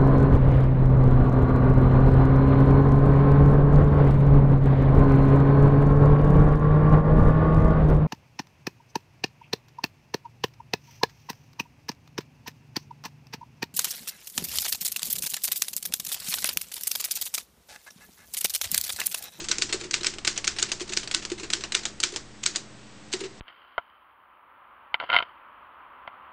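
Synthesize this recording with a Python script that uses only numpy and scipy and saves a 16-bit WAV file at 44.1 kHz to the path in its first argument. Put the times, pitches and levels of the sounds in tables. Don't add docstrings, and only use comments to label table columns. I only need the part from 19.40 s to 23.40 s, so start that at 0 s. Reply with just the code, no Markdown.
import sys
import numpy as np
from scipy import signal
from scipy.fft import rfft, irfft
from scipy.io import wavfile
from scipy.ndimage import uniform_filter1d

SR = 44100
rng = np.random.default_rng(int(sys.argv[2]) if len(sys.argv) > 2 else 0)


def bounce(signal):
    frames = np.transpose(np.atleast_2d(signal))
    limited = np.clip(frames, -1, 1)
    pcm = np.round(limited * 32767).astype(np.int16)
    wavfile.write(sys.argv[1], SR, pcm)


def volts(x):
    e = np.asarray(x, float) / 20
    return 10 ** e


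N = 176400

# (time [s], peak [dB], treble [dB], lever ring [Hz], chatter length [s])
KEY_CLICKS = [(0.086, -14, 4.5, 7090, 0.012), (0.184, -11.5, 5, 7200, 0.0034),
              (0.5109, -13, 3.5, 4300, 0.0035), (0.633, -17, 2, 7160, 0.0062),
              (0.6453, -12, -2.5, 5100, 0.0052), (0.8491, -13.5, -0.5, 4060, 0.0034),
              (1.0435, -14.5, -0.5, 4250, 0.0055), (1.0484, -21, 8, 5300, 0.0058),
              (1.1863, -14.5, -1.5, 4790, 0.0065), (1.1966, -16, 1, 7200, 0.0055),
              (1.535, -13.5, 6, 7100, 0.0037), (1.7126, -14.5, -1, 4300, 0.0081),
              (2.102, -15.5, -0.5, 7170, 0.0033), (2.1037, -17.5, 2.5, 3400, 0.0052),
              (2.3217, -12.5, 0, 3980, 0.0045), (2.602, -12.5, 4, 7500, 0.0049),
              (3.037, -14, 1, 7300, 0.0032)]
# (time [s], peak [dB], treble [dB], lever ring [Hz], chatter length [s])
BAR_RETURNS = [(0.3261, -10.5, 2, 4350, 0.011), (0.61, -22, -3, 3880, 0.0093),
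               (0.7847, -20.5, -3.5, 5220, 0.006), (0.9765, -11.5, 2, 5830, 0.006),
               (1.3174, -10, 3.5, 4780, 0.0046), (1.398, -25, -4, 5900, 0.006),
               (1.6753, -18, -2.5, 4520, 0.0049), (1.8512, -15, 1, 4820, 0.0071),
               (2.2377, -15, -3, 2930, 0.0076), (2.4536, -12, 2, 3780, 0.0065),
               (2.7614, -12.5, 0.5, 5080, 0.0053), (3.1592, -12.5, 13, 1960, 0.0057),
               (3.1598, -11.5, 2, 4930, 0.0043), (3.7277, -16, 6, 4470, 0.0076),
               (3.7351, -13.5, -1.5, 7900, 0.0084)]
STRIKE = 512


def unit(x):
    return x / np.sqrt(np.mean(x ** 2, axis=-1, keepdims=True))


def unit_energy(x):
    return x / np.sqrt(np.sum(x ** 2, axis=-1, keepdims=True))


def on_log_hz(points, size):
    hz, db = np.array(points, float).T
    bin_hz = np.maximum(np.arange(size // 2 + 1) * SR / size, 1)
    return np.interp(np.log(bin_hz), np.log(hz), db)


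def colour(x, points):
    size = x.shape[-1]
    return irfft(rfft(x) * volts(on_log_hz(points, size)), size)


def fade(t, t60_s):
    return np.exp(-np.log(1000) * t / t60_s)


def butter(x, order, hz, kind="low"):
    return signal.sosfilt(signal.butter(order, hz, kind, fs=SR, output="sos"), x)


def add(out, times_s, rows, early=0):
    for s, row in zip(times_s, rows):
        i = int(s * SR) - early
        a, b = max(-i, 0), min(len(row), len(out) - i)
        out[i + a:i + b] += row[a:b]


def workshop():
    # (frequency [Hz], density [dB per Hz])
    floor_points = [(20, -15.5), (90, -11.5), (160, -4.5), (400, -11), (1000, -14), (4000, -19.5),
                    (8200, -24), (9500, -54)]
    # (frequency [Hz], level [dB rms])
    hum_lines = [(120.3, -57.5), (211, -56.5), (301.5, -60.5), (1900, -68), (7854, -73), (7985, -77.5),
                 (8118, -72)]
    t = np.arange(N) / SR
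    hiss = colour(rng.standard_normal(N), floor_points)
    out = hiss * volts(-51.5) / butter(hiss, 4, [500, 9000], "band").std()
    for hz, db in hum_lines:
        wobble = rng.standard_normal((2, N))
        for _ in range(2):
            wobble = uniform_filter1d(wobble, size=3000)
        level_wobble, phase_wobble = unit(wobble)
        tone = np.sin(2 * np.pi * hz * t + 0.3 * phase_wobble)
        out = out + np.sqrt(2) * volts(db + 1.5 * level_wobble) * tone
    rumble = unit(colour(rng.standard_normal(N), [(12, -6.0), (30, -1.5), (70, -5.0), (140, -37.0)]))
    shake = np.interp(t, [0, 2.7, 3.3], volts([0, -2, -12]))
    return out + volts(-52) * shake * rumble


def frame():
    # (time [s], peak [dB], pitch [Hz], t60 [s])
    frame_thumps = [(0.015, -34.5, 343, 0.086), (0.097, -34, 348, 0.042), (0.188, -32, 347, 0.046),
                    (0.218, -46.5, 323, 0.083), (0.244, -36.5, 307, 0.051), (0.298, -35, 326, 0.065),
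                    (0.342, -23.5, 374, 0.046), (0.414, -35, 346, 0.067), (0.449, -34, 363, 0.064),
                    (0.477, -41.5, 368, 0.05), (0.547, -43, 322, 0.06), (0.569, -42, 357, 0.092),
                    (0.614, -32, 352, 0.05), (0.659, -40, 366, 0.067), (0.696, -41, 341, 0.054),
                    (0.758, -44, 342, 0.098), (1.226, -33, 395, 0.029), (1.411, -29, 359, 0.068),
                    (1.5, -33, 363, 0.069), (1.568, -32, 358, 0.042), (1.637, -39.5, 338, 0.038),
                    (1.807, -43, 340, 0.096), (1.916, -21.5, 353, 0.054), (2.003, -37.5, 375, 0.068),
                    (2.03, -32, 335, 0.086), (2.179, -40.5, 384, 0.087), (2.344, -40.5, 384, 0.097),
                    (2.726, -31, 363, 0.051), (3.738, -25, 366, 0.06), (3.812, -28.5, 379.6, 0.063),
                    (3.824, -29, 367, 0.051), (3.837, -27.5, 366, 0.036), (3.851, -33.5, 392, 0.074)]
    # (ratio to the thump pitch [1], level [dB])
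    overtones = [(1.005, -1.5), (1.005, -18.5), (1.123, -6), (1.27, -13)]
    push_s = 0.0039
    stroke_thuds = [(row[0], row[1] - 30, 349, 0.06) for row in KEY_CLICKS + BAR_RETURNS]
    rows = np.array(frame_thumps + stroke_thuds, float)
    times_s, peak_db, pitch_hz, t60_s = rows.T
    t = np.arange(8192) / SR
    scatter = volts(2.5 * rng.standard_normal((len(rows), len(overtones))))
    y = np.zeros((len(rows), len(t)))
    for k, (ratio, db) in enumerate(overtones):
        y += volts(db) * scatter[:, k:k + 1] * np.sin(2 * np.pi * ratio * pitch_hz[:, None] * t)
    y = y * fade(t, np.maximum(t60_s[:, None], 0.02)) * (1 - np.exp(-t / push_s)) ** 2
    out = np.zeros(N)
    add(out, times_s, y * (volts(peak_db) / np.abs(y).max(axis=1))[:, None])
    return out


def bench(thumps):
    t = np.arange(16384) / SR
    response = rng.standard_normal(len(t)) * fade(t, 0.72) * np.minimum(t / 0.0021, 1)
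    response = response * np.sqrt(14 / (0.35 * SR))
    return volts(-13) * signal.fftconvolve(thumps, response)[:N]


def body(near):
    lag_s, centre_hz, width_hz = 0.035, 349, 80.5
    keep = np.exp(-1 / (lag_s * SR))
    busy = np.sqrt(signal.lfilter([1 - keep], [1, -keep], near ** 2))
    edges_hz = [centre_hz - width_hz / 2, centre_hz + width_hz / 2]
    return volts(-22.5) * busy * unit(butter(rng.standard_normal(N), 2, edges_hz, "band"))


def contact(points):
    c = irfft(on_log_hz(points, 1024) * np.log(10) / 20)
    c[1:512] = 2 * c[1:512]
    c[513:] = 0
    return unit_energy(irfft(np.exp(rfft(c))))


def steel(push, peak_db, treble_db, low_hz, lever_hz=None, lever_t60_s=0.016):
    # (frequency [Hz], level [dB])
    steel_modes = [(1550, -11.5), (2300, -30), (2800, -2.5), (3150, -0.5), (4150, -4), (4850, -30.5),
                   (5300, -5), (6200, 5.5), (7100, 5.5), (7900, -0.5)]
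    # (frequency [Hz], density [dB per Hz])
    crack_points = [(300, -26.5), (1000, -15), (1500, -8), (3000, -3), (4200, 0.5), (6500, -7.5),
                    (8000, -8.5), (9500, -35), (12000, -48.5)]
    # (frequency [Hz], density [dB per Hz])
    tail_points = [(300, 4), (800, -8), (1500, -5.5), (3000, -7.5), (5000, -4.5), (7500, -6), (9500, -26),
                   (12000, -56.5)]
    ring_db, scatter_db, lever_db = 0.5, -0.5, -5
    n, t, tail_t = len(push), np.arange(1024) / SR, np.arange(14336) / SR

    hz, db = np.array(steel_modes, float).T
    chance = rng.standard_normal((n, 2, len(hz), 1))
    mode_hz = hz[:, None] * (1 + 0.065 * chance[:, 1])
    modes = volts(db[:, None] + scatter_db * chance[:, 0]) * np.sin(2 * np.pi * mode_hz * t)
    ring = unit_energy(modes.sum(axis=1) * fade(t, 0.011))
    if lever_hz is not None:
        lever = np.sin(2 * np.pi * lever_hz * t) * fade(t, lever_t60_s)
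        ring = ring + volts(lever_db - ring_db) * unit_energy(lever)
    direct = signal.fftconvolve(push, contact(crack_points) + volts(ring_db) * ring, axes=1)

    power = np.zeros(len(tail_t))
    for db, t60_s in [(-0.5, 0.23), (-1, 0.041)]:
        power += (volts(db) * fade(tail_t, t60_s)) ** 2 * 14 / (t60_s * SR)
    energy = signal.fftconvolve(push ** 2, power[None], axes=1)[:, :len(tail_t)]
    y = unit(colour(rng.standard_normal((n, len(tail_t))), tail_points)) * np.sqrt(np.maximum(energy, 0))
    grain_db = 1.5 * unit(uniform_filter1d(rng.standard_normal(y.shape), size=90))
    y = y * volts(grain_db)
    y[:, :direct.shape[1]] += direct

    y = butter(y, 2, low_hz, "high")
    low = butter(y, 2, 5500)
    y = low + volts(treble_db)[:, None] * (y - low)
    crest = np.sqrt(6 * uniform_filter1d(y ** 2, size=66).max(axis=1))
    return y * (volts(peak_db) / crest)[:, None]


def chatter(count):
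    contacts_per_s, spread_db = 4500, 2.5
    u = rng.random((count, 3, 2048))
    hit, sign = u[:, 0] < contacts_per_s / SR, np.sign(u[:, 1] - 0.5)
    size_db = np.minimum(-spread_db * np.log(1 - u[:, 2]), 3 * spread_db)
    return hit * sign * volts(size_db - spread_db)


def clicks(table, chatter_db, rise_s, low_hz):
    rows = np.array(table, float)
    lever_hz = rows[:, 3:4] if rows.shape[1] > 4 else None
    length_s = np.maximum(rows[:, -1:], 1e-3)
    t = (np.arange(2048) - STRIKE) / SR
    swell = volts(chatter_db) * np.exp(-np.abs(t) / np.where(t < 0, rise_s, length_s))
    main = (t > 0) * np.exp(-np.abs(t) / 0.00044)
    push = chatter(len(rows)) * (swell + main)
    push[:, STRIKE] = 0.8
    out = np.zeros(N)
    add(out, rows[:, 0], steel(push, rows[:, 1], rows[:, 2], low_hz, lever_hz), early=STRIKE)
    return out


def rattles():
    # (time [s], peak [dB], treble [dB], chatter length [s])
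    linkage_rattles = [(0.0024, -23, 1.5, 0.022), (0.0436, -24, 1, 0.011), (0.2923, -24.5, -3.5, 0.019),
                       (0.4, -32, 0, 0.0078), (.405, -33, 4, .004), (0.4122, -21.5, -2, 0.0068),
                       (0.4399, -25.5, -2, 0.017), (0.739, -25, -3, 0.0089), (0.962, -24.5, -7, 0.024),
                       (1.165, -25, -6, 0.011), (1.293, -26.5, -6, 0.0071), (1.3865, -41, 2, 0.001),
                       (1.408, -20.5, 2, 0.004), (1.415, -21, 2, 0.01), (1.479, -30, -2, 0.0067),
                       (1.495, -23.5, 0.5, 0.008), (1.5235, -21.5, -2.5, 0.012),
                       (1.6323, -24.5, -2.5, 0.011), (1.8245, -26.5, -3, 0.013), (1.9016, -22.5, -1, 0.01),
                       (1.918, -20, 0, 0.012), (1.9819, -30, -4, 0.016), (1.9984, -25, -1, 0.013),
                       (2.034, -23.5, -2.5, 0.012), (2.209, -25.5, -3, 0.016), (2.435, -26, -3, 0.0083),
                       (2.723, -29, 3, .006), (2.739, -28.5, -2, 0.013), (3.143, -35, -7, 0.0035),
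                       (3.0345, -23, 4, .003), (3.1522, -24, -10, 0.008), (3.722, -31, 3, 0.0034),
                       (3.7925, -34, 3, .005), (3.806, -25, -3, 0.0078), (3.811, -26.5, -8, 0.0097),
                       (3.8385, -25.5, -4.5, 0.026)]
    return clicks(linkage_rattles, -0.67, 0.0029, low_hz=690)


def returns():
    return clicks(BAR_RETURNS, -4.5, 0.00017, low_hz=486)


def keys():
    return clicks(KEY_CLICKS, -3.5, 0.00053, low_hz=900)


def slugs():
    # (time [s], peak [dB], treble [dB], type bar ring [Hz], chatter lead [s])
    slug_hits = [(0.114, -2, -1.5, 3980, 0.0043), (0.2206, -2.5, 3, 4760, 0.0066),
                 (0.5404, -2, -1.5, 3970, 0.0079), (0.6671, -2.5, 1, 5300, 0.0074),
                 (0.8753, -0.5, -0.5, 5240, 0.0057), (1.0765, -1.5, -1.5, 6330, 0.0069),
                 (1.226, -2, -0.5, 7300, 0.0083), (1.5719, -3.5, 1, 5060, 0.0063),
                 (1.7462, -1.5, -0.5, 5270, 0.0073), (2.134, -2, -0.5, 4080, 0.0066),
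                 (2.3491, -1, -1.5, 3920, 0.0054), (2.6356, -1, 0, 4220, 0.0063),
                 (3.0611, -2, 1.5, 3900, 0.0048)]
    # (delay [s], level [dB])
    slug_bounces = [
        (.0022, -10),
        (0.000899, -11),
    ]
    times_s, peak_db, treble_db, bar_hz, lead_s = np.array(slug_hits, float).T
    t = (np.arange(2048) - STRIKE) / SR
    before = volts(-25) * np.clip((t + lead_s[:, None]) / 0.00034, 0, 1) * (t < 0)
    shake = volts(-28) * np.exp(-np.abs(t) / 0.005)
    blow = volts(-4) * np.exp(-np.abs(t) / 0.0003)
    push = chatter(len(times_s)) * (before + (shake + blow) * (t > 0))
    push[:, STRIKE] = 1
    for delay_s, bounce_db in slug_bounces:
        push[:, STRIKE + int(delay_s * SR)] = volts(bounce_db)
    hits = steel(push, peak_db, treble_db, low_hz=1487, lever_hz=bar_hz[:, None], lever_t60_s=0.008)

    ring_t = np.arange(4096) / SR
    platen = np.sin(2 * np.pi * 1504 * ring_t) * fade(ring_t, 0.046)
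    out = np.zeros(N)
    add(out, times_s, volts(peak_db - 25)[:, None] * platen)
    add(out, times_s, hits, early=465)
    return out


def scene():
    room, thumps = workshop(), frame()
    near = rattles() + returns() + keys() + slugs()
    return (room + thumps + bench(thumps) + body(near) + near)[None]


def roll_off(x):
    return signal.sosfilt(signal.butter(12, 15700, fs=SR, output="sos"), x)


def record(dry):
    # (time [s], level [dB], top [Hz])
    overload_ticks = [
        (0.1156, -24, 15900),
        (.6675, -34, 11600),
        (.8768, -24.5, 15900),
        (2.636, -20, 11700),
        (3.061, -46, 11600),
    ]
    ceiling, top_hz, offset = 0.68, 9390, -0.0023
    rounded = ceiling * np.tanh(0.96 * dry / ceiling)
    x = signal.sosfilt(signal.ellip(7, 0.5, 60, top_hz, fs=SR, output="sos"), rounded)
    times_s, db, tick_hz = np.array(overload_ticks).T
    k = np.arange(-128, 129)
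    pulses = np.sinc(2 * tick_hz[:, None] * k / SR) * np.hanning(len(k))
    ticks = np.zeros(N)
    add(ticks, times_s, volts(db)[:, None] * pulses, early=128)
    return roll_off(x + ticks + offset)


dry = scene()
out = record(dry)
bounce(out)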